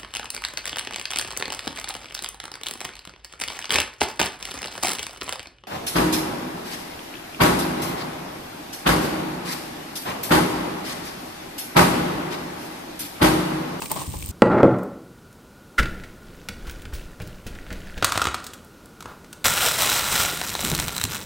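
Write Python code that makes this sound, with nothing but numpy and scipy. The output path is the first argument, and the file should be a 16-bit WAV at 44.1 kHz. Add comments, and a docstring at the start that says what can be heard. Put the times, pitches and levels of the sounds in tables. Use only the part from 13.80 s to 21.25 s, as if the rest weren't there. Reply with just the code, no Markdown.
"""Stroller on wet paving, then rice and seaweed in a kitchen

Tyres hiss brightly and a frame rattles: crackle, noise and snaps, cut off as the kitchen begins.
A wooden bowl is set down and judders on a table: modal ring driven by contact pulses and slips.
Cooked rice squeaks in and is cut with a paddle: low pushes, sticky crackle, smacks.
A plastic seaweed tray slides out of its wrapper: scrape and buckling snaps. Hands in thin
plastic gloves crush the sheets over the rice: crinkle, cracks and low handling noise."""
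import sys
import numpy as np
from scipy import signal
from scipy.io import wavfile
from scipy.ndimage import uniform_filter1d

SR = 44100
rng = np.random.default_rng(int(sys.argv[2]) if len(sys.argv) > 2 else 0)


def output_pcm(signal):
    """Save a mono or channel-first signal as 16-bit PCM at the path in sys.argv[1].

    Samples are clipped to [-1, 1] before scaling.
    """
    pcm = np.clip(np.atleast_2d(signal).T, -1, 1) * 32767
    wavfile.write(sys.argv[1], SR, np.round(pcm).astype(np.int16))


N = 328545
TIME = np.arange(N) / SR  # s
INDOORS_S, CRUSH_START_S = 0.513, 5.643  # street gives way to kitchen; hands start on the sheets
EDGE_HZ = 15950  # upper band limit

# All table levels and *_REL_DB are relative, ahead of the gains of their mix; t60/s is before filtering.

# Gloves and dry sheets
# spectrum of the crinkle [f/Hz, level/dB]
FILM_SPECTRUM = [(180, -44.5), (300, -11), (425, -8), (870, -2), (1140, -2.5), (1410, -2.5), (1970, -3.5),
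                 (3950, -3), (4590, -9.5), (5700, -3.5), (6620, -7), (7690, -3), (10700, -12), (14500, -11),
                 (16000, -16)]
# narrow peaks and broad dips in the crinkle [f/Hz, half-width/Hz, height/dB]
CRINKLE_PEAKS = [(1392, 62, 7), (4000, 77, 4.5), (4900, 250, 2.5), (7700, 940, -1), (11080, 430, -4.5)]
# spectrum of the low handling rumble [f/Hz, level/dB]
HANDLING_SPECTRUM = [(15, -11), (45, -1.5), (110, 1.5), (250, -4.5), (450, -10.5), (1000, -28.5)]
# sheets break down as they are rubbed [t/s, crinkle level/dB, creases giving way/(1/s)]
RUBBING = [(5.64, -25.5, 5640), (6.4, -26, 5000), (6.55, -29.5, 2200), (6.95, -33, 690), (7.2, -34, 890),
           (7.45, -45.5, 920)]
# hands squeeze [start t/s, length/s, crinkle level/dB, rumble level/dB]
SQUEEZE_EVENTS = [(5.624, 0.043, -17, -32.5), (5.795, .07, -20, -44), (5.969, 0.077, -21, -44),
                  (6.05, 0.12, -23.5, -42), (6.299, .13, -24, -36), (6.815, 0.034, -27, -33),
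                  (6.894, 0.024, -29, -26), (6.965, 0.019, -29, -28), (7.286, 0.075, -32, -44)]
# dry sheets crack [t/s, peak level/dB, tilt/(dB/octave), t60/s]
CRACK_EVENTS = [(5.644, -10, 1, .014), (5.654, -11, 6, .016), (5.9134, -8, 0, 0.015),
                (6.0211, 2.5, 4, .017), (6.0982, 0, 4, .022), (6.1484, -12, 1, 0.013),
                (6.1934, -6, 1, .018), (6.4504, -7, -1, .019), (6.6147, -6.5, -2.5, .016),
                (6.6852, -13, 2.5, 0.017), (6.7521, -8.5, -2.5, 0.021), (6.793, -14, -2.5, 0.037),
                (6.8491, -5, 1.5, .016), (6.8998, -6, 4, .013), (6.9163, -6.5, -1.5, .011),
                (6.9391, -21, -7, 0.017), (6.95, -3.5, 3, 0.018), (6.9996, -1, 2, 0.017),
                (7.0822, -5.5, 1.5, .014), (7.0929, -14, -3.5, .021), (7.1653, -6.5, 1.5, .014),
                (7.1805, -7.5, 0, .014), (7.2143, -5, 0, 0.0083), (7.233, -12, 2, .012),
                (7.2392, 2, 4.5, 0.016), (7.252, -8, 0, .013), (7.3465, -13, 0.5, .022)]
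# flakes land on the rice [t/s, peak level/dB, f/Hz]
FLAKE_LANDINGS = [(6.339, -26.5, 169), (6.842, -20, 158), (6.925, -21, 205), (7.075, -28, 109),
                  (7.241, -20, 108)]
# hollow between the palms changes size [t/s, length/s, level/dB, first f/Hz, last f/Hz]
PALM_GLIDES = [(5.645, 0.038, -34, 752, 574), (5.835, 0.028, -32, 806, 480), (5.86, 0.028, -30, 470, 674),
               (5.995, 0.025, -34.5, 804, 556), (6.435, 0.036, -34.5, 592, 974),
               (6.52, 0.023, -36, 553, 295)]
SQUEEZE_RISE_S, SQUEEZE_T60_S = 0.026, 0.28
FIZZ_REL_DB, HANDLING_REL_DB = -7, -40  # crinkle above 9 kHz; steady rumble of the hands
CLUMP_SPREAD_DB, FUMBLE_SPREAD_DB = 1, 1.43  # quick clusters of creases; uneven grip
CREASE_SPREAD_DB = 2.3

# Rice and paddle
# spectrum of sticky grains [f/Hz, level/dB]
STICKY_SPECTRUM = [(350, -24), (600, -6), (1190, -12), (1410, 5), (2180, -2.5), (2440, -2), (2720, -2.5),
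                   (4050, -6.5), (10700, -20), (14500, -31), (16000, -11)]
# spectrum of the table under pressure [f/Hz, level/dB]
TABLE_SPECTRUM = [(10, -11.5), (30, -3.5), (50, -18.5), (90, -24), (200, -35), (600, -64)]
# wood ring under a soft blow [f/Hz, level/dB]
SOFT_WOOD_SPECTRUM = [(120, -3.5), (200, 0.5), (330, -12.0), (600, -10.5), (1500, -26), (6000, -45)]
# murmur under the paddle [f/Hz, level/dB]
MURMUR_SPECTRUM = [(60, -5), (120, 0.5), (200, -1.5), (350, 2), (600, -6.5), (1500, -30.5)]
# rice is pressed and cut [start t/s, length/s, force level/dB, stickiness re force/dB]
PADDLE_STROKES = [(2.43, 0.21, -45, -8), (2.696, 0.094, -38.5, -15), (2.804, 0.19, -37.5, -10),
                  (3.106, .11, -35.5, -10.5), (3.39, 0.12, -36.5, -11.5), (3.627, 0.2, -37.5, -12.5),
                  (3.866, 0.15, -34, -11.5), (4.032, 0.06, -43.5, 0), (4.137, 0.049, -39, -4.5)]
# soft blows of rice and paddle on the bowl [t/s, peak level/dB, push f/Hz, wood ring re push/dB]
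BOWL_PUSHES = [(1.992, -14, 41.7, -6), (2.69, -34, 110, 2.5), (2.877, -28.5, 49, -22),
               (3.05, -30, 55.5, -14), (3.13, -24.5, 51.5, -14), (3.401, -27.5, 106, -2.5),
               (3.661, -32.5, 76, 3), (3.913, -32, 70.6, 5.5), (4.17, -29.5, 49.5, -3)]
# wet grains part from the paddle [t/s, peak level/dB, tilt/(dB/octave), t60/s]
SMACK_EVENTS = [(2.0302, -20, -1, .037), (2.0574, -22.5, -2.5, .044), (2.1992, -36, -3, .04),
                (2.237, -29, -0.5, 0.071), (2.6871, -18.5, 2, 0.034), (2.8696, -30.5, 3, 0.18),
                (2.8969, -21.5, 3.5, .034), (2.9104, -20.5, 10, .055), (3.02, -26, 8, .04),
                (3.054, -28.5, -1, 0.036), (3.1356, -26.5, 6.5, 0.22), (3.4012, -30.5, -3, .04),
                (3.4187, -26.5, 5.5, .072), (3.4745, -22, 8, 0.034), (3.6663, -26, 4, 0.099),
                (3.7518, -36, -1.5, .05), (3.8656, -36.5, -5, .045), (3.905, -30, -4, 0.074),
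                (3.9275, -22.5, 3.5, 0.036), (4.1778, -25.5, 0, 0.059)]
# air pockets in the rice close [t/s, length/s, level/dB, first f/Hz, last f/Hz]
SQUELCH_GLIDES = [(2.855, 0.05, -48, 945, 1720), (3.115, 0.033, -48, 1100, 1710),
                  (3.395, 0.034, -48, 2615, 2420), (3.89, 0.046, -53, 1697, 2230)]
# hiss of the slipping rice [f/Hz, level/dB]
SLIP_HISS_SPECTRUM = [(120, -54), (200, -14), (1090, -31), (1430, -2), (1630, -11), (2060, -9), (2420, -20),
                      (2950, -19), (4470, -26.5), (15000, -40.5)]
STROKE_RISE_S, STROKE_T60_S = 0.041, 0.57
LAND_START_S, SETTLE_T60_S = 1.985, 1  # the lump lands and slumps apart
LOOSE_REL_DB, LOOSE_PER_S = -62, 32  # stray grains unstick all through the stirring
SLIP_START_S, SLIP_S, SLIP_REL_DB = 1.9785, 0.018, -9  # the lump squeaks as it slips in

# Tray
# spectrum of the thin tray [f/Hz, level/dB]
TRAY_SPECTRUM = [(35, -49), (60, -4), (81, -2), (149, -15), (308, -8.5), (346, -11), (540, -10), (1310, 0),
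                 (1910, -9), (3940, -7.5), (4640, -11), (8510, -12.5), (10800, -21), (14200, -20),
                 (16000, -26)]
# fingers on the tray [f/Hz, level/dB]
SCUFF_SPECTRUM = [(150, -6), (450, -1), (1400, 3), (2200, -12), (9000, -24)]
# tray buckles [t/s, peak level/dB, tilt/(dB/octave), t60/s]
BUCKLE_EVENTS = [(4.225, -6.5, -3.5, 0.045), (4.245, -0.5, 2, 0.034), (4.321, -7, -1, 0.021),
                 (4.356, -12, -3, .034), (4.376, -4.5, -2.5, 0.018), (4.417, -3.5, -2, 0.035),
                 (4.42, -11, -1, .026), (4.454, -7.5, -2.5, .019), (4.47, -7.5, -3.5, 0.023),
                 (4.544, -9, -1.1, 0.037), (4.642, -22.5, 4, 0.05), (4.666, -21.5, 3.5, .046),
                 (4.735, -24.5, 3, 0.048), (4.847, -35, 11, .025), (5.058, -30, 6.5, 0.017),
                 (5.206, -25.5, 1.3, 0.035), (5.225, -25.5, 0.5, 0.026), (5.257, -18.5, -4, 0.027),
                 (5.445, -33.5, -2, .025), (5.529, -19.5, 3.5, 0.034)]
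SLIDE_START_S, SLIDE_S, SLIDE_REL_DB, SLIDE_T60_S = 4.23, 0.21, -31.5, 0.6  # wrapper along tray
SCUFF_START_S, SCUFF_S, SCUFF_REL_DB = 5.255, 0.062, -43.5  # fingers shift on the tray

# Bowl
# modes of bowl and table together [f/Hz, level/dB, t60/s]
WOOD_MODES = [(122.5, -6.5, 0.61), (165, -28, 0.16), (186.6, -5.5, 0.4), (222, -21, 0.16), (272, -32, 0.27),
              (330.6, -13, 0.16), (365.6, -16, 0.45), (470, -1, 0.25), (582, -9.5, 0.16),
              (598.4, -13.5, 0.21), (847, 5, 0.046), (1134, -8.5, 0.084), (1362, 0.5, 0.064),
              (1760, -15, 0.1), (2120, -15, .06)]
# the dense, short-lived rest of the ring [f/Hz, level/dB]
THUD_SPECTRUM = [(40, -28.5), (80, -23), (125, -7.5), (220, 1), (480, -0.5), (620, -1), (730, -7),
                 (880, -9.5), (1400, -9.5), (2000, -24), (2800, -34.5), (4500, -45), (14000, -70)]
# foot of the bowl strikes the table [t/s, peak level/dB, contact time/s]
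FOOT_KNOCKS = [(0.6209, 4.5, 0.00021), (0.6252, -9, 0.00036), (0.8306, 0.9, 0.00077),
               (0.8423, -10.5, 0.0013), (0.8514, -3, 0.0014), (0.867, -15.5, 0.0026)]
# hard edge of the foot clicks as it lands [t/s, peak level/dB, tilt/(dB/octave), t60/s]
FOOT_CLICK_EVENTS = [(.6205, -7.5, -3, 0.0069), (.8312, -16, -2, .008)]
# foot judders, bass strong while it rocks on its edge [start t/s, length/s, level/dB, bass level/dB]
JUDDER_EVENTS = [(.63, .05, -18.5, -5), (0.692, 0.11, -13, -3), (0.828, 0.019, -17, -5),
                 (0.899, 0.027, -19.5, -16), (0.98, 0.052, -33, -23)]
# faint handling ticks after the bowl is set down, one bright like a bracelet
# [t/s, peak level/dB, tilt/(dB/octave), t60/s]
HANDLING_TICKS = [(.985, -38, 1, 0.065), (1.033, -31.5, 9.5, 0.024), (1.528, -37, 4, 0.026)]
JUDDER_RISE_S, JUDDER_T60_S = 0.033, 0.23
BOWL_GAIN_DB, CONTACT_SCATTER_DB = 3.5, 1.5

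# Stroller
# bright tyre hiss [f/Hz, level/dB]
TYRE_HISS_SPECTRUM = [(700, -14), (1400, -10), (2400, -1.5), (4000, -1), (6200, -1.5), (8800, 8),
                      (11500, -14), (14200, 5), (16000, -7)]
# spectrum of the frame [f/Hz, level/dB]
FRAME_SPECTRUM = [(150, -25), (300, -6.5), (700, -2.5), (1100, 2), (1400, -13.5), (3000, -12.5),
                  (15000, -31)]
# spectrum of the rolling rumble [f/Hz, level/dB]
RUMBLE_SPECTRUM = [(15, -17), (50, -13), (90, -7), (160, -1), (300, -5), (600, -19), (2000, -69)]
# wheels cross rough, wet patches [start t/s, length/s, level/dB]
ROUGH_PATCHES = [(0.013, .012, -37.5), (0.099, 0.021, -36.5), (0.154, 0.069, -40)]
# wheels drop into paving joints [t/s, peak level/dB, f/Hz]
JOINT_BUMPS = [(0.277, -24, 87), (0.356, -29, 71), (0.431, -29, 70), (.489, -25, 78.5)]
# frame clacks [t/s, peak level/dB, tilt/(dB/octave), t60/s]
CLACK_EVENTS = [(0.019, -23.5, 1, .033), (0.115, -14.5, -4, 0.027), (0.161, -21, -7, 0.078),
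                (0.216, -23, 1, .044), (0.339, -23.5, -6, 0.06)]
# grit under the wheels [t/s, peak level/dB, tilt/(dB/octave), t60/s]
GRIT_EVENTS = [(0.021, -21, -5.5, 0.014), (0.0583, -24.5, -4.5, .022), (0.1159, -14, 8, .02),
               (0.425, -28.5, -5, .018), (0.4608, -22, 8, .012), (0.4893, -23, 6, 0.017)]
TYRE_REL_DB, RATTLE_REL_DB, RUMBLE_REL_DB = -41, -52.5, -44.5  # steady rolling on smooth slabs
SHAKE_REL_DB = 2.5  # frame rattle on a patch, re its hiss

# Room
# background noise of the kitchen [f/Hz, level/dB]
AIR_SPECTRUM = [(15, -32), (25, -2), (33, -4), (92, -3.5), (170, -1.5), (200, -2.5), (236, -3),
                (591, -10.5), (659, -14.5), (911, -15.5), (1440, -17.5), (1650, -22), (2280, -24),
                (4250, -26), (16000, -33)]
# kitchen echo [f/Hz, t60/s]
KITCHEN_T60 = [(60, 0.44), (200, 0.78), (700, 0.65), (1400, 0.61), (4000, 0.51), (9000, 0.39),
               (16000, 0.083)]
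AIR_DB = -46.5
DUCK_ABOVE_DB, RECOVER_DB_PER_S = -6, 2  # gain control


def gloves():
    """Creases of film and sheet give way in a crackle that swells per squeeze and thins to single cracks."""
    times_s, _, creases_per_s = np.transpose(RUBBING)
    grains = crackle(np.interp(TIME, times_s, creases_per_s), CREASE_SPREAD_DB, 0.0015)
    film = steady(colour(grains, FILM_SPECTRUM, peaks=CRINKLE_PEAKS), size=1500)
    top = signal.sosfiltfilt(signal.butter(3, 9000, "high", fs=SR, output="sos"), film)
    crinkle = amp(-0.97) * (film - top) + amp(FIZZ_REL_DB) * evened(top)
    quick = evened(uniform_filter1d(rng.standard_normal(N), size=200))
    slow = evened(uniform_filter1d(rng.standard_normal(N), size=900))
    clumps = amp(CLUMP_SPREAD_DB * quick + FUMBLE_SPREAD_DB * slow)
    grip, push = level(RUBBING), amp(HANDLING_REL_DB)
    for s, length_s, db, rumble_db in SQUEEZE_EVENTS:
        squeeze = gesture(s, length_s, SQUEEZE_RISE_S, SQUEEZE_T60_S)
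        grip = np.hypot(grip, amp(db) * squeeze)
        push = np.hypot(push, amp(rumble_db) * squeeze)
    handling = noise(HANDLING_SPECTRUM) * push
    for s, db, hz in FLAKE_LANDINGS:
        add(handling, s, amp(db) * bump(hz, push_t60_s=0.036, rise_s=0.002))
    cracks = snaps(CRACK_EVENTS, FILM_SPECTRUM, edge=6.8, ring_hz=4100, ring_db=9,
                   ring_share=0.058, scatter=0.085)
    rubbing = (crinkle * clumps * grip + handling) * (TIME > CRUSH_START_S)
    return rubbing + cracks + glides(PALM_GLIDES, width_hz=110)


def paddle():
    """The lump slumps, then each cut pushes softly on the bowl while sticky grains pull apart."""
    slump = gesture(LAND_START_S, 0, rise_s=0.0087, t60_s=SETTLE_T60_S)
    force, tearing = np.zeros(N), amp(-40) * slump
    for s, length_s, db, sticky_db in PADDLE_STROKES:
        stroke = amp(db) * gesture(s, length_s, STROKE_RISE_S, STROKE_T60_S)
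        force = force + stroke
        tearing = tearing + amp(sticky_db) * stroke
    pressing = noise(TABLE_SPECTRUM) * (amp(-2.5) * force + amp(-26) * slump)
    for s, db, hz, wood_db in BOWL_PUSHES:
        ring = peaked(colour(wood(), SOFT_WOOD_SPECTRUM))
        add(pressing, s, amp(db) * bump(hz, push_t60_s=0.098, rise_s=0.003))
        add(pressing, s, amp(db + wood_db) * ring)
    murmur = noise(MURMUR_SPECTRUM) * (amp(-13.5) * force + amp(-35) * slump)
    grains = crackle(900, 2.8, 0.0063, tone_db=4, cycles=18)
    sticky = steady(colour(grains, STICKY_SPECTRUM), size=2500) * tearing
    smacks = snaps(SMACK_EVENTS, STICKY_SPECTRUM, edge=5.1, ring_hz=2080, ring_db=4, scatter=0.17)
    stirring = gesture(LAND_START_S, 2.8, rise_s=0.42, t60_s=0.2)
    stray = crackle(LOOSE_PER_S, 3.2, 0.0018, tone_db=3.5)
    loose = amp(LOOSE_REL_DB) * evened(colour(stray, STICKY_SPECTRUM)) * stirring
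    squelches = glides(SQUELCH_GLIDES, width_hz=360)
    return pressing + murmur + loose + amp(-5) * sticky + amp(4.0) * smacks + squelches


def rice_slip(hz=1395, waver=0.049):
    """A short wet stick-slip squeak of wavering pitch, with hiss around it."""
    pitch_hz = hz * (1 + waver * evened(uniform_filter1d(rng.standard_normal(N), size=60)))
    squeak = evened(np.sin(2 * np.pi * np.cumsum(pitch_hz) / SR))
    wet = amp(-7.0) * squeak + amp(-6) * noise(SLIP_HISS_SPECTRUM)
    return wet * amp(SLIP_REL_DB) * gesture(SLIP_START_S, SLIP_S, rise_s=0.0084, t60_s=0.067)


def tray():
    """The wrapper scrapes along the thin tray, which buckles with hollow snaps."""
    slide = amp(SLIDE_REL_DB) * gesture(SLIDE_START_S, SLIDE_S, rise_s=0.015, t60_s=SLIDE_T60_S)
    grains = colour(crackle(700, 5.1, 0.0027), TRAY_SPECTRUM, peaks=[(1380, 210, 4.1)])
    scrape = steady(grains, size=2000) * slide
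    scuff = noise(SCUFF_SPECTRUM) * gesture(SCUFF_START_S, SCUFF_S, rise_s=0.028, t60_s=0.21)
    buckles = snaps(BUCKLE_EVENTS, TRAY_SPECTRUM, edge=2.2, ring_hz=1360, ring_db=8.0, scatter=0.14)
    return amp(-1) * scrape + amp(SCUFF_REL_DB) * scuff + amp(-2.0) * buckles


def bowl():
    """The bowl lands on one edge, judders across the table and drops flat; contact pulses drive the wood."""
    knocks = np.zeros(N)
    for s, db, contact_s in FOOT_KNOCKS:
        u = TIME[:SR // 50] / (contact_s / 4)
        pulse = u * np.exp(-u)
        struck = signal.oaconvolve(wood(dense_db=3.0, dense_t60_s=0.043), pulse)
        add(knocks, s, amp(db) * peaked(struck))
    clicks = snaps(FOOT_CLICK_EVENTS, STICKY_SPECTRUM, edge=9.2, ring_hz=2020, ring_db=15.5)
    slips = (rng.random(N) < 300 / SR) * rng.uniform(0.29, 1, N) * rng.choice([-1, 1], N)  # 300 per s
    spot = rng.integers(0, 4, N)  # each slip catches on one of four parts of the foot
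    judder = sum(signal.oaconvolve(slips * (spot == k), wood(dense_db=7.0, dense_t60_s=0.066))[:N]
                 for k in range(4))
    judder = steady(judder, size=1100)
    bass = signal.sosfiltfilt(signal.butter(3, 155, fs=SR, output="sos"), judder)
    scrape = np.zeros(N)
    for s, length_s, db, bass_db in JUDDER_EVENTS:
        rocking = judder + bass * (amp(bass_db) + 0.27)
        scrape += amp(db) * gesture(s, length_s, JUDDER_RISE_S, JUDDER_T60_S) * rocking
    ticks = snaps(HANDLING_TICKS, FILM_SPECTRUM, edge=3.5, ring_hz=9000, ring_db=3)
    return amp(BOWL_GAIN_DB) * (knocks + clicks + amp(-5) * scrape) + ticks


def stroller():
    """Tyres hiss on wet slabs, rough patches shake the frame and the wheels bump over joints."""
    rough = sum(amp(db) * gesture(s, length_s, rise_s=0.0091, t60_s=0.22)
                for s, length_s, db in ROUGH_PATCHES)
    fizz = steady(colour(crackle(7000, 5.1, 0.00087), TYRE_HISS_SPECTRUM), size=2000)
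    hiss = fizz * np.hypot(amp(TYRE_REL_DB), rough)
    rattle = noise(FRAME_SPECTRUM) * np.hypot(amp(RATTLE_REL_DB), amp(SHAKE_REL_DB) * rough)
    rumble = noise(RUMBLE_SPECTRUM) * np.hypot(amp(RUMBLE_REL_DB), rough)
    for s, db, hz in JOINT_BUMPS:
        add(rumble, s, amp(db) * bump(hz, push_t60_s=0.098, rise_s=0.0064))
    clacks = snaps(CLACK_EVENTS, FRAME_SPECTRUM, edge=1.3, ring_hz=942, ring_db=9.5)
    grit = snaps(GRIT_EVENTS, TYRE_HISS_SPECTRUM, edge=1.7, ring_hz=2640, ring_db=12)
    return (hiss + rattle + rumble + amp(-2.5) * clacks + amp(2.5) * grit) * (TIME < INDOORS_S)


def background():
    """Steady coloured noise of the kitchen and microphone, with two narrow peaks."""
    return amp(AIR_DB) * noise(AIR_SPECTRUM, [(1435, 72, 9.2), (182, 18, 2.8)]) * (TIME >= INDOORS_S)


def kitchen_echo(x):
    """Diffuse echo: sparse random reflections after 8 ms, each band dying at its own speed."""
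    taps = rng.choice([-1., 1.], SR) * (rng.random(SR) < 3000 / SR) * (TIME[:SR] > 0.008)
    hz, t, bands = signal.stft(taps, SR, nperseg=256)
    bands = bands * dying(t, read(KITCHEN_T60, hz)[:, None])
    tail = signal.istft(bands, SR, nperseg=256)[1]
    return signal.fftconvolve(x, tail / np.linalg.norm(tail))[:N]


def wood(dense_db=0, dense_t60_s=0.086):
    """Ring of bowl and table for one contact point; each favours the modes a little differently."""
    t = TIME[:SR]
    modes = np.zeros(len(t))
    for hz, db, t60_s in WOOD_MODES:
        gain = amp(db + CONTACT_SCATTER_DB * rng.standard_normal())
        modes += gain * dying(t, t60_s) * np.sin(2 * np.pi * (hz * t + rng.random()))
    dense = colour(rng.standard_normal(len(t)) * dying(t, dense_t60_s), THUD_SPECTRUM)
    return evened(modes * np.minimum(t / 0.0011, 1)) + amp(dense_db) * evened(dense)


def bump(hz, push_t60_s, rise_s):
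    """A soft, heavily damped low push, followed by an uneven shudder."""
    t = TIME[:SR // 2]
    band = signal.butter(2, [hz / 2, hz * 2], "band", fs=SR, output="sos")
    shudder = evened(signal.sosfilt(band, rng.standard_normal(len(t)))) * dying(t, 4 * push_t60_s)
    push = np.sin(2 * np.pi * hz * t) * dying(t, push_t60_s)
    return peaked((push + amp(-7) / 2 * shudder) * (1 - np.exp(-t / rise_s)))


def crackle(per_s, spread_db, tick_t60_s, tone_db=-2, cycles=9):
    """Countless tiny snaps of uneven size, each from one of many facets: a tick and a brief pitched ring."""
    size = amp(spread_db * np.minimum(rng.exponential(1, N), 4.5)) * (rng.random(N) < per_s / SR)
    at, t, out = np.flatnonzero(size[:-256]), TIME[:256], np.zeros(N)
    hz = rng.uniform(500, EDGE_HZ, N)[at, None]
    ticks = rng.standard_normal((1024, len(t))) * dying(t, tick_t60_s)
    rings = np.sin(2 * np.pi * hz * t) * dying(t, cycles / hz)
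    rings /= np.linalg.norm(rings, axis=1, keepdims=True)
    grains = evened(ticks[at % len(ticks)]) + amp(tone_db) * evened(rings)
    np.add.at(out, at[:, None] + np.arange(len(t)), size[at, None] * grains)
    return out


def snaps(rows, spectrum, edge, ring_hz, ring_db, ring_share=0.036, scatter=0.13):
    """Single snaps: a sharp edge, then a brief shiver near the pitch of the material."""
    out, t = np.zeros(N), TIME[:SR // 8]
    for s, db, tilt_db, t60_s in rows:
        hz = ring_hz * np.exp(scatter * (2 * rng.random() - 1))
        burst = rng.standard_normal(len(t)) * dying(t, t60_s) + edge * (t == 0)
        snap = colour(burst, spectrum, tilt_db, [(hz, ring_share * hz, ring_db)])
        add(out, s, amp(db) * peaked(snap))
    return out


def glides(rows, width_hz):
    """Noise in a small cavity whose resonance slides as it is squeezed."""
    out, r = np.zeros(N), np.exp(-np.pi * width_hz / SR)
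    for s, length_s, db, first_hz, last_hz in rows:
        n = round(length_s * SR)
        flutter = signal.lfilter([1], [1, -r], rng.standard_normal(n) + 1j * rng.standard_normal(n))
        turn = np.exp(2j * np.pi * np.cumsum(np.geomspace(first_hz, last_hz, n)) / SR)
        add(out, s, amp(db) * evened((flutter * turn).real * np.hanning(n)))
    return out


def gesture(start_s, length_s, rise_s, t60_s):
    """Envelope of one movement: linear rise, then exponential decay from start + length."""
    rise = np.clip((TIME - start_s) / rise_s, 0, 1)
    return rise * dying(np.maximum(TIME - start_s - length_s, 0), t60_s)


def dying(t, t60_s):
    """Exponential decay, 60 dB in t60_s."""
    return np.exp(-np.log(1000) * t / np.maximum(t60_s, 1e-3))


def steady(x, size):
    """Evens out slow swells, so that a level curve alone sets them."""
    power = uniform_filter1d(uniform_filter1d(x ** 2, size), size)
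    return x / np.sqrt(abs(power) + 1e-12)


def noise(spectrum, peaks=()):
    """Coloured noise of rms 1."""
    return evened(colour(rng.standard_normal(N), spectrum, peaks=peaks))


def colour(x, spectrum, tilt_db=0, peaks=()):
    """Minimum-phase filter from a spectrum, a tilt per octave above 500 Hz and a few peaks or dips."""
    size = 4096
    hz = abs(np.fft.fftfreq(size, 1 / SR))
    db = read(spectrum, hz) + tilt_db * np.log2(np.maximum(hz, 500) / 500)
    for centre_hz, half_width_hz, height_db in peaks:
        db = db + height_db / (1 + ((hz - centre_hz) / half_width_hz) ** 2)
    log_gain = np.log(amp(np.maximum(db - db.max(), -90)))
    taps = np.fft.ifft(np.exp(np.conj(signal.hilbert(log_gain)))).real
    return signal.oaconvolve(x, taps[:size // 2])[:len(x)]


def read(points, hz):
    """Interpolates a table column on a log-frequency axis."""
    f, value = np.transpose(points)
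    return np.interp(np.log(hz + 1), np.log(f + 1), value)


def level(rows):
    """Gain curve from a dB column, silent outside its span."""
    rows = np.array(rows)
    return amp(np.interp(TIME, rows[:, 0], rows[:, 1], left=-150, right=-150))


def add(mix, s, sound):
    """Mixes a sound in at time s."""
    part = mix[max(round(s * SR), 0):][:len(sound)]
    part += sound[:len(part)]


def amp(db):
    """Decibels to gain."""
    return 10 ** (np.asarray(db) / 20)


def evened(x):
    """Scales to rms 1."""
    return x / np.sqrt(np.mean(x ** 2) + 1e-20)


def peaked(x):
    """Scales to peak 1."""
    return x / (abs(x).max() + 1e-12)


def scene():
    """Kitchen sources straight ahead, each with its own echo level by distance; the street is wide."""
    sources = [(gloves(), -14), (paddle(), -11), (rice_slip(), -15), (tray(), -10), (bowl(), -9)]  # echo/dB
    direct = sum(sound for sound, _ in sources)
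    echo = kitchen_echo(sum(amp(echo_db) * sound for sound, echo_db in sources))
    sides = np.array([stroller(), stroller()])  # same events, separate noise on each side
    street = amp(1.5) * (sides + amp(-18.5) * sides[::-1])
    return direct + echo + background() + street


def record(dry):
    """Gain control ducks after loud knocks and slowly recovers; peaks beyond full scale clip; band limit."""
    r = np.exp(-1 / (0.008 * SR))  # 8 ms power smoothing
    power_db = 10 * np.log10(signal.lfilter([1 - r], [1, -r], (dry ** 2).mean(0)) + 1e-12)
    fall_db = RECOVER_DB_PER_S * TIME
    held_db = np.maximum.accumulate(power_db + fall_db) - fall_db
    duck_db = np.maximum(held_db - DUCK_ABOVE_DB, 0)
    clipped = np.clip(dry * amp(-duck_db), -1, 1)
    low_pass = signal.firwin(511, EDGE_HZ, window=("kaiser", 9), fs=SR)
    return signal.oaconvolve(clipped, low_pass[None], "same", axes=1)


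dry = scene()
out = record(dry)
output_pcm(out)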